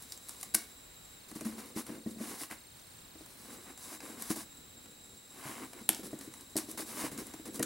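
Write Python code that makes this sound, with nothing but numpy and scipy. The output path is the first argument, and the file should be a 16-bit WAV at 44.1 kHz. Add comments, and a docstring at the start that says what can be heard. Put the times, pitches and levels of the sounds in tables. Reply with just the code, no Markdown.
"""In a workshop, hands pick and peel masking tape on a hollow finned tube that rests in a cardboard box.
Snaps are decaying noise bursts shaped by tape and wooden fins; strokes are filtered stick-slip noise
over a rumble of the box. Knocks are sums of damped sines, and snaps and knocks excite a diffuse room.
A small camera close by adds the stepped whine of a tiny motor and a thin high tone; air and microphone
hiss lie beneath."""
import sys
import numpy as np
from scipy import signal
from scipy.fft import rfft, irfft, next_fast_len
from scipy.io import wavfile
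from scipy.ndimage import uniform_filter1d, map_coordinates

SR = 44100
rng = np.random.default_rng(int(sys.argv[2]) if len(sys.argv) > 2 else 0)


def store_wav(level_fs):
    """Save 16-bit WAV to argv[1]."""
    pcm = np.round(np.clip(np.atleast_2d(level_fs), -1, 1) * 32767)
    wavfile.write(sys.argv[1], SR, pcm.T.astype(np.int16))


N = 337365  # length in samples

# Levels of snaps, knocks, strokes and rumble are those ahead of the slight tilt by BALANCE_DB.
# Spectrum of air and microphone hiss. Each row: frequency in Hz, relative density in dB per Hz.
AIR_SPECTRUM = [(15, -17), (50, 0.5), (120, -1), (470, -6.5), (900, -10), (1500, -10), (3400, -12.5),
                (6500, -16.5), (9000, -16), (12000, -21), (16000, -13.5)]
# Left-right coherence of that hiss. Each row: frequency in Hz, correlation from -1 to 1.
AIR_COHERENCE = [(60, 0.98), (130, 0.93), (290, 0.35), (640, 0.02), (1410, 0.077), (3100, 0.037),
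                 (6820, 0.17), (15000, 1)]
# Left-right coherence of rubbing and echo. Each row: frequency in Hz, correlation from -1 to 1.
NEAR_COHERENCE = [(60, .96), (250, .94), (700, .8), (2500, .77), (5000, .9), (15000, .95)]
# Reverberation of the workshop. Each row: frequency in Hz, time to fall 60 dB in seconds.
ROOM_DECAY = [(200, 0.37), (2000, 0.38), (10000, 0.082)]
# Motor steps, usual and slower pattern; pitch and levels are means that vary from step to step.
# Each row: start in ticks, pitch in Hz, fundamental in dB, octave in dB.
RUNNING_STEPS = [(0, 3730, -66, -57.5), (.55, 4020, -59.5, -59), (1.0, 3829, -64, -72),
                 (1.25, 3772, -63, -57), (1.6, 4020, -61.5, -76), (1.9, 3775, -61, -54.5),
                 (2.55, 4037, -64, -60), (2.9, 3775, -62.5, -56), (3.55, 4010, -61, -63)]
HUNTING_STEPS = [(0, 4270, -62, -58), (.3, 4800, -62.5, -85), (.48, 4020, -59, -70),
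                 (.82, 3752, -63, -56.5), (1.5, 3754, -70, -81), (1.85, 4280, -82, -55.5)]
# Modes of tube and box. Each row: frequency in Hz, relative level in dB, unstretched 60 dB decay in seconds.
BODY_MODES = [(221.6, -1, 0.052), (287.8, 0.5, 0.065), (313.3, -2, 0.077), (367, -4, 0.055),
              (496, -7, 0.042), (613, 3.5, 0.014), (976, -7, 0.01), (1887, -18, 0.041)]
# Modes of the wooden fins. Each row: frequency in Hz, width in Hz, relative level in dB.
FIN_MODES = [(705, 223, -3), (1097, 222, 0.5), (1600, 274, -3), (2132, 330, -4), (2940, 520, -10)]
# Broad ring of the tape. Each row: frequency in Hz, width in Hz, relative level in dB.
SHEET_MODES = [(4220, 2160, -1.5), (10200, 5000, 0)]
# Spectrum of the tape's hiss. Each row: frequency in Hz, relative density in dB per Hz.
TAPE_SPECTRUM = [(2500, -30), (3500, -6.5), (5000, -3.5), (7000, -3.5), (9500, 0), (11000, -0.5),
                 (12500, -4.5), (14000, -16.5), (16000, -1.5)]
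# The tube bumping the box. Each row: start in seconds, peak in dB, upper modes against the lowest in dB,
# factor on the decay times, bench thud in dB on the scale of the mode levels.
KNOCK_EVENTS = [(0.543, -36, -3.5, 2.2, -10), (1.315, -40.5, -5, 1.5, -22), (1.359, -33.5, -6, 1.1, -29),
                (1.41, -36.5, 0, 2.4, -8), (1.455, -28.5, -9.5, 3.1, -18), (1.763, -29, -4.5, 1.43, -16),
                (1.891, -35.5, -7, 4.3, -7), (2.062, -28, -10, 1.74, -18), (2.16, -40.5, -8, 2.1, -10),
                (2.203, -31.5, -9.5, 3.2, -27), (2.309, -42, 1.5, 0.71, -16), (2.413, -41.5, 8, 1.7, -16),
                (2.512, -40, -4.5, 1.46, -32), (3.154, -45, 4, 1.2, -18), (3.207, -43.5, 8, 1.1, -14),
                (3.917, -45, 12, 3.2, -12), (4.035, -41.5, 10, 1.66, -14), (4.093, -41.5, 2, 1.9, -21),
                (4.304, -22, -5, 1, -43), (4.362, -37, 0, 1.5, -12), (5.455, -39.5, -2, 1.1, 3),
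                (5.494, -40, 2, 1.2, -8), (5.617, -41.5, 8, 1.8, -14), (5.647, -57, -11, 1.2, -14),
                (5.812, -45, -15, 0.99, -16), (5.891, -32.5, -2, 1.4, -22), (5.992, -38.5, 10, 1, -22),
                (6.13, -31, 5, 1.43, -3), (6.276, -38.5, 11, 0.92, 2.5), (6.556, -26, -2, 2.04, -12),
                (6.687, -40, 10, 1.2, -14), (6.746, -42.5, 6, 1.5, -25), (6.794, -36.5, 11, 2.9, -11),
                (6.97, -41, -0.5, 6.9, -15), (7.039, -29, 2.5, 1.8, -6.5), (7.118, -40.5, -4, 1, -5),
                (7.197, -42, 5, 1.4, -8), (7.217, -35.5, 3, 0.86, -16), (7.34, -37.5, 16, 0.81, -2),
                (7.396, -39.5, 12, 1.1, -9), (7.459, -41.5, -5, 3.9, -20), (7.484, -39, 3, 0.97, -12),
                (7.598, -24.5, 5.5, 1.8, -4)]
# The tube shifting in the box, interpolated. Each row: time in seconds, base rumble level in dB.
DRAG_LEVEL = [(0.0, -68.5), (0.49, -61), (1.13, -79), (1.49, -53), (2.34, -51), (2.6, -76), (2.96, -83),
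              (3.56, -54.5), (3.8, -64), (4.2, -51.5), (4.45, -65.5), (5.16, -66), (5.6, -51.5),
              (5.84, -59), (6.01, -50), (6.45, -64.5), (6.73, -51), (7.2, -48), (7.39, -61), (7.65, -40)]
# Strokes of fingers and tape over tube and fins. Each row: start in seconds, swell in seconds,
# hold in seconds, tape hiss in dB, card scrape in dB.
STROKE_EVENTS = [(0, .002, 0.15, -60, -71), (0.244, 0.029, 0.093, -57, -66),
                 (0.384, 0.025, .03, -54.5, -68), (1.285, .002, .01, -52.5, -64),
                 (1.3, 0.11, .01, -54, -59), (1.351, .002, .002, -50.5, -59),
                 (1.447, 0.0036, 0.0089, -43.5, -48.5), (1.474, 0.03, 0.19, -60, -62),
                 (1.579, 0.0017, .002, -54.5, -55.5), (1.746, 0.018, 0.029, -47.5, -52),
                 (1.845, 0.027, 0.09, -59, -57.5), (2.042, 0.034, 0.042, -56, -65),
                 (2.163, 0.052, 0.14, -48, -53), (2.367, 0.039, 0.014, -41, -51.5),
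                 (2.497, 0.0087, 0.016, -52, -48), (3.103, .32, .03, -60, -68),
                 (3.41, 0.074, 0.12, -62, -62), (3.468, .04, .03, -54, -63),
                 (3.628, 0.048, .03, -59, -56.5), (3.761, 0.025, 0.078, -53, -61),
                 (3.802, .13, .01, -48, -54.5), (3.985, 0.048, 0.035, -53, -55.5),
                 (4.07, 0.026, 0.11, -59.5, -59), (4.167, .05, 0.069, -47.5, -57),
                 (4.292, 0.011, .002, -39, -43), (4.308, 0.011, 0.04, -56, -71),
                 (4.354, 0.0053, 0.047, -42.5, -51), (5.274, 0.18, 0.18, -49, -49.5),
                 (5.687, 0.075, .03, -59, -59), (6.03, .002, 0.027, -48, -57.5),
                 (6.08, 0.021, 0.31, -61, -64.5), (6.478, 0.028, .002, -59, -69),
                 (6.559, 0.0021, 0.033, -51, -51), (6.668, 0.032, 0.011, -46.5, -55),
                 (6.774, .002, 0.029, -39, -46.5), (6.842, 0.039, 0.16, -47, -54),
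                 (6.903, 0.15, .006, -43, -45.5), (7.058, 0.017, 0.084, -65, -62.5),
                 (7.23, .04, 0.11, -64, -62.5), (7.112, 0.0044, .003, -43.5, -56),
                 (7.183, .002, 0.014, -44.5, -51.5), (7.453, .002, 0.009, -46, -53),
                 (7.52, 0.037, .002, -48, -60), (7.592, .002, .002, -60, -50)]
# Tape letting go. Each row: start in seconds, peak of the tape part in dB, wooden part against it in dB,
# ring of the free strip in Hz, 60 dB decay of the burst in seconds.
SNAP_EVENTS = [(.0224, -34.5, -30, 10700, .012), (.0907, -48, -20, 7660, .008),
               (0.1212, -27.5, -22, 4650, 0.011), (.175, -38, -18, 7400, 0.011),
               (.286, -33, -17, 9820, .012), (.2926, -28, -16, 9600, 0.0076),
               (.3074, -39, -12, 9270, 0.0096), (.411, -34, -22, 10800, .012),
               (.429, -27.5, -11, 10200, 0.017), (.436, -36, -13, 10300, .012),
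               (0.5392, -32, -12, 10300, 0.015), (.5448, -14, -11.5, 9800, 0.013),
               (.548, -11.5, -12, 10000, 0.014), (1.3138, -39.5, -6, 9620, .012),
               (1.4082, -33, -6, 8470, 0.015), (1.6586, -41, -19, 9160, .012),
               (1.761, -43, -4, 9000, 0.0091), (1.8653, -37.5, -8, 9520, 0.017),
               (2.1096, -43, -15, 7600, .012), (2.4146, -34, -14, 9880, 0.011),
               (2.433, -30.5, -5.5, 10280, 0.016), (2.51, -38, 3, 8900, 0.014),
               (2.795, -47, -18, 5920, 0.018), (3.261, -38.5, -17, 9070, 0.0076),
               (3.7757, -41, -8, 7500, .012), (4.0033, -39.5, 0.5, 5350, 0.016),
               (4.2214, -26, -14, 10700, 0.016), (4.857, -51, -0.5, 7530, 0.021),
               (5.732, -39.5, -3, 7700, .012), (5.8905, -7.5, -11.5, 10100, 0.0067),
               (5.93, -31, -13, 9360, .012), (5.9462, -29, -23, 5470, 0.0089),
               (6.189, -36, -17, 9550, 0.0087), (6.2096, -37, -9, 2450, .02),
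               (6.338, -37, -6, 9930, 0.0099), (6.409, -37, -21, 9500, 0.0093),
               (6.556, -37, -14, 5500, 0.011), (6.566, -19.5, -29, 9800, 0.017),
               (6.5737, -21, -25, 7600, 0.023), (6.5825, -28.5, -6, 8810, 0.019),
               (6.7126, -31, -23, 10700, 0.016), (7.176, -34, -9, 7500, 0.015),
               (7.2678, -36, -14, 10300, .012), (7.337, -37, -6, 7600, 0.016),
               (7.5443, -36, -17, 11000, .01), (7.5577, -33.5, -13, 9430, .012),
               (7.594, -29, -9, 9000, 0.014), (7.626, -25.5, -5.5, 9300, 0.015),
               (7.6276, -19.5, -12.5, 7200, 0.018)]

TICK_HZ = 59.94  # the camera's picture rate, which clocks the motor
HUNT_START_S, HUNT_END_S = 1.18, 3.27  # span of the motor's slower pattern
SCAN_HZ, SCAN_DB = 15735, -69  # steady thin tone
BAND_LIMIT_HZ = 15900
JOLT_DB = 1.5  # unevenness of the shifting tube
RELEASE_S, FADE_BEND = 0.027, 1.4  # stroke fade: bend 1 is exponential, 2 is a bell
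SWELL_BEND = 1.75  # larger gathers later
BASE_HISS_DB, BASE_SCRAPE_DB = -63, -75  # steady low hiss and scrape beneath the strokes
FIZZ_HISS_DB, FIZZ_SCRAPE_DB, FIZZ_T60_S = -32, -55, 0.34  # levels against the snap's peak
RUMBLE_FOLLOW = 0.6  # power of the scrape's ups and downs applied to the rumble
FLUTTER_HISS_DB, FLUTTER_SCRAPE_DB = 1.8, 1.2  # stick-slip depth
BALANCE_DB = [[0.4], [-0.4]]  # left and right gain: close sounds lie slightly to the left


def amp(db):
    """A level in dB is a logarithm of the amplitude ratio."""
    return 10 ** (np.asarray(db) / 20)


def unit(x):
    """Normalisation to a root-mean-square value of 1."""
    return x / np.sqrt(np.mean(x ** 2) + 1e-20)


def peak(x):
    """Normalisation to a peak of 1."""
    return x / np.abs(x).max()


def along(points, hz):
    """Interpolation of (frequency, value) points on a logarithmic frequency axis."""
    f, value = np.transpose(points)
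    return np.interp(np.log(hz + 1), np.log(f + 1), value)


def wobble(rate):
    """Smooth random modulation: a spline through rate random knots a second."""
    knots = rng.standard_normal(int(N * rate / SR) + 4)
    return map_coordinates(knots, [np.arange(N) * rate / SR])


def filtered(x, response):
    """Linear filtering: the spectrum is multiplied by a response of frequency."""
    m = next_fast_len(N + SR // 2)  # padded against wrap-around
    spectrum = rfft(x, m) * response(np.fft.rfftfreq(m, 1 / SR))
    return irfft(spectrum, m)[..., :N]


def resonances(modes):
    """Modal superposition: causal band-pass resonances summed with alternating sign."""
    def response(f):
        total = 0
        for k, (centre, width, db) in enumerate(modes):
            damping = 1j * f * width
            total = total + (-1) ** k * amp(db) * damping / (centre * centre - f * f + damping)
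        return total
    return response


def spread(pair, coherence):
    """Stereo coherence: the balance of mid and side signals of equal strength sets the correlation."""
    def mid_side(hz):
        angle = np.arccos(np.clip(along(coherence, hz), -1, 1)) / 2
        return np.array([np.cos(angle), np.sin(angle)])
    mid, side = filtered(pair, mid_side)
    return np.array([mid + side, mid - side])


def grit(slips, size_db, smooth):
    """Dry friction: random slips of uneven size, slips per second on average, over smooth noise."""
    hit = rng.random((2, N)) < slips / SR
    size = amp(size_db * rng.uniform(-0.17, 1, (2, N)))
    spikes = hit * size * rng.standard_normal((2, N))
    return unit(unit(spikes) + smooth * rng.standard_normal((2, N)))


def floor():
    """Background noise: air and microphone hiss is random noise of fixed spectrum and drifting level."""
    air = filtered(rng.standard_normal((2, N)), lambda hz: amp(along(AIR_SPECTRUM, hz)))
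    drift_db = 0.96 * wobble(1.77)
    return amp(-57.0 + drift_db) * spread(unit(air), AIR_COHERENCE)


def steps(pattern, period):
    """Stepped rotation: pitch and two levels repeat each period of ticks, with scatter at every step."""
    start, pitch, first_db, octave_db = np.transpose(pattern)
    tick = np.arange(N) / SR * TICK_HZ
    k = np.searchsorted(start, tick % period, side="right") - 1
    step_number = (tick // period).astype(int) * len(start) + k
    pitch_chance, level_chance = rng.standard_normal((2, N))[:, step_number]
    return np.array([pitch[k] * (1 + 0.0059 * pitch_chance),
                     first_db[k] + 1.5 * level_chance,
                     octave_db[k] + 2.0 * level_chance])


def motor():
    """Harmonic whine: fundamental and octave hop in time with the picture rate, beside a steady tone."""
    t = np.arange(N) / SR
    hunting = (t > HUNT_START_S) & (t < HUNT_END_S)
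    slow_steps = steps(HUNTING_STEPS, period=2)
    usual_steps = steps(RUNNING_STEPS, period=4)
    hz, first_db, octave_db = np.where(hunting, slow_steps, usual_steps)
    # after hunting it trembles around a higher, quieter note for a moment
    late = t - HUNT_END_S
    settle = (late > 0) * np.exp(-(late / 0.17) ** 4)
    tremble = np.sin(2 * np.pi * TICK_HZ * t)
    hz = hz + settle * (4120 + 70 * tremble - hz)
    first_db = first_db + settle * (5 * tremble - 5)
    octave_db = octave_db + settle * (-68 + 6 * tremble - octave_db)
    octave_db = octave_db + 0.83 * hunting * wobble(39.87)
    # an unsteady drive blurs the note slightly
    blurred_hz = hz * (1 + 0.005 * wobble(400))
    phase = 2 * np.pi * np.cumsum(blurred_hz) / SR
    first, octave = uniform_filter1d(amp([first_db, octave_db]), size=60, axis=1)  # softens the hops
    scan = amp(SCAN_DB) * np.sin(2 * np.pi * SCAN_HZ * t)
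    return first * np.sin(phase) + octave * np.sin(2 * phase) + scan


def room(x):
    """Diffuse reverberation: noise whose frequency bands die at their own speeds convolves the sound."""
    hz, t, bands = signal.stft(rng.standard_normal((2, SR // 2)), SR, nperseg=256)
    decay = amp(-60 * t / along(ROOM_DECAY, hz)[:, None])
    tail = signal.istft(bands * decay, SR, nperseg=256)[1]
    delayed = np.pad(x, (150, 0))[None]  # samples before the first reflection
    return signal.fftconvolve(delayed, tail / np.linalg.norm(tail[0]), axes=1)[:, :N]


def knocks():
    """Impact excitation: soft bumps ring damped modes at new strengths each time and push the bench."""
    t = np.arange(SR // 4) / SR
    thud = np.sin(2 * np.pi * 145 * t) * amp(-60 * t / 0.099)
    soft_onset = 1 - np.exp(-t / 0.0034)
    upper = np.arange(len(BODY_MODES)) > 0
    out = np.zeros(N + len(t))
    for s, db, upper_db, stretch, thud_db in KNOCK_EVENTS:
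        offsets_db = rng.normal(0, 2.3, len(BODY_MODES)) + upper_db * upper
        ring = np.zeros(len(t))
        for (hz, level_db, t60), offset_db in zip(BODY_MODES, offsets_db):
            decay = amp(level_db + offset_db - 60 * t / (t60 * stretch))
            ring += decay * np.sin(2 * np.pi * hz * t)
        bump = peak((ring + amp(thud_db) * thud) * soft_onset)
        out[round(s * SR):][:len(t)] += amp(db) * bump
    return out[:N]


def strokes():
    """Friction envelopes: each stroke swells, holds and fades, and each snap leaves a dying fizz."""
    t = np.arange(N) / SR
    gains = np.ones((2, N)) * amp([[BASE_HISS_DB], [BASE_SCRAPE_DB]])
    for s, swell, hold, hiss_db, scrape_db in STROKE_EVENTS:
        start = round(s * SR)
        u = t[start:][:SR] - s
        swell = max(swell, 1 / SR)
        rise = np.clip(u / swell, 0, 1) ** SWELL_BEND
        since_hold = np.maximum(u - swell - abs(hold), 0)
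        fade = np.exp(-(since_hold / RELEASE_S) ** FADE_BEND)
        gains[:, start:][:, :SR] += amp([[hiss_db], [scrape_db]]) * rise * fade
    for s, db, *_ in SNAP_EVENTS:
        start = round(s * SR)
        u = t[start:][:SR // 2] - s
        fizz = amp([[db + FIZZ_HISS_DB], [db + FIZZ_SCRAPE_DB]])
        gains[:, start:][:, :SR // 2] += fizz * amp(-60 * u / FIZZ_T60_S)
    return gains


def rubbing():
    """Stick-slip friction: hiss and scrape share one flutter, while low modes of the box rumble."""
    t = np.arange(N) / SR
    hiss_gain, scrape_gain = strokes()
    pushes = (scrape_gain / uniform_filter1d(scrape_gain, size=SR // 4)) ** RUMBLE_FOLLOW
    flutter = wobble(30)
    hiss = filtered(grit(2500, size_db=9.0, smooth=1.5), lambda hz: amp(along(TAPE_SPECTRUM, hz)))
    fins = resonances(FIN_MODES)
    scrape = filtered(grit(700, size_db=3.5, smooth=1.0), lambda hz: np.abs(fins(hz)) ** 1.01)
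    # a mode's width in Hz is inverse to its decay time
    box = [(hz, 2.6 / t60, db) for hz, db, t60 in BODY_MODES[:5]]
    jolts = amp(JOLT_DB * wobble(20))
    rumble = filtered(jolts * grit(300, size_db=4.0, smooth=1.0), resonances(box))
    rumble_gain = amp(np.interp(t, *np.transpose(DRAG_LEVEL))) * pushes
    sound = hiss_gain * amp(FLUTTER_HISS_DB * flutter) * unit(hiss)
    sound += scrape_gain * amp(FLUTTER_SCRAPE_DB * flutter) * unit(scrape)
    sound += rumble_gain * unit(rumble)
    return spread(sound, NEAR_COHERENCE)


def snaps():
    """Sudden release: a dying noise burst sounds bright in the free strip of tape and duller in the wood."""
    t = np.arange(SR // 12) / SR
    hz_grid = np.fft.rfftfreq(len(t), 1 / SR)
    sheet = resonances(SHEET_MODES)(hz_grid)
    fins = resonances(FIN_MODES)(hz_grid)
    out = np.zeros(N + len(t))
    for s, db, body_db, hz, t60 in SNAP_EVENTS:
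        envelope = amp(-60 * t / t60) * (1 - np.exp(-8 * t / t60))
        tape_burst, wood_burst = rng.standard_normal((2, len(t))) * envelope
        strip = signal.lfilter(*signal.iirpeak(hz, 2.5, SR), tape_burst) + 0.45 * tape_burst
        bright = irfft(rfft(strip) * sheet, len(t))
        dull = irfft(rfft(wood_burst) * fins, len(t))
        out[round(s * SR):][:len(t)] += amp(db) * (peak(bright) + amp(body_db) * peak(dull))
    return out[:N]


def scene():
    """Superposition: direct sound, echo and rubbing add to the camera's tones and the background."""
    clicks, bumps = snaps(), knocks()
    echo = spread(amp(-9) * room(clicks) + amp(-12.5) * room(bumps), NEAR_COHERENCE)
    close = clicks + bumps + echo + rubbing()
    return close * amp(BALANCE_DB) + motor() + floor()


def record(dry):
    """Band limitation: the camera keeps nothing at or above its band limit."""
    return filtered(dry, lambda hz: hz < BAND_LIMIT_HZ)


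dry = scene()
out = record(dry)
store_wav(out)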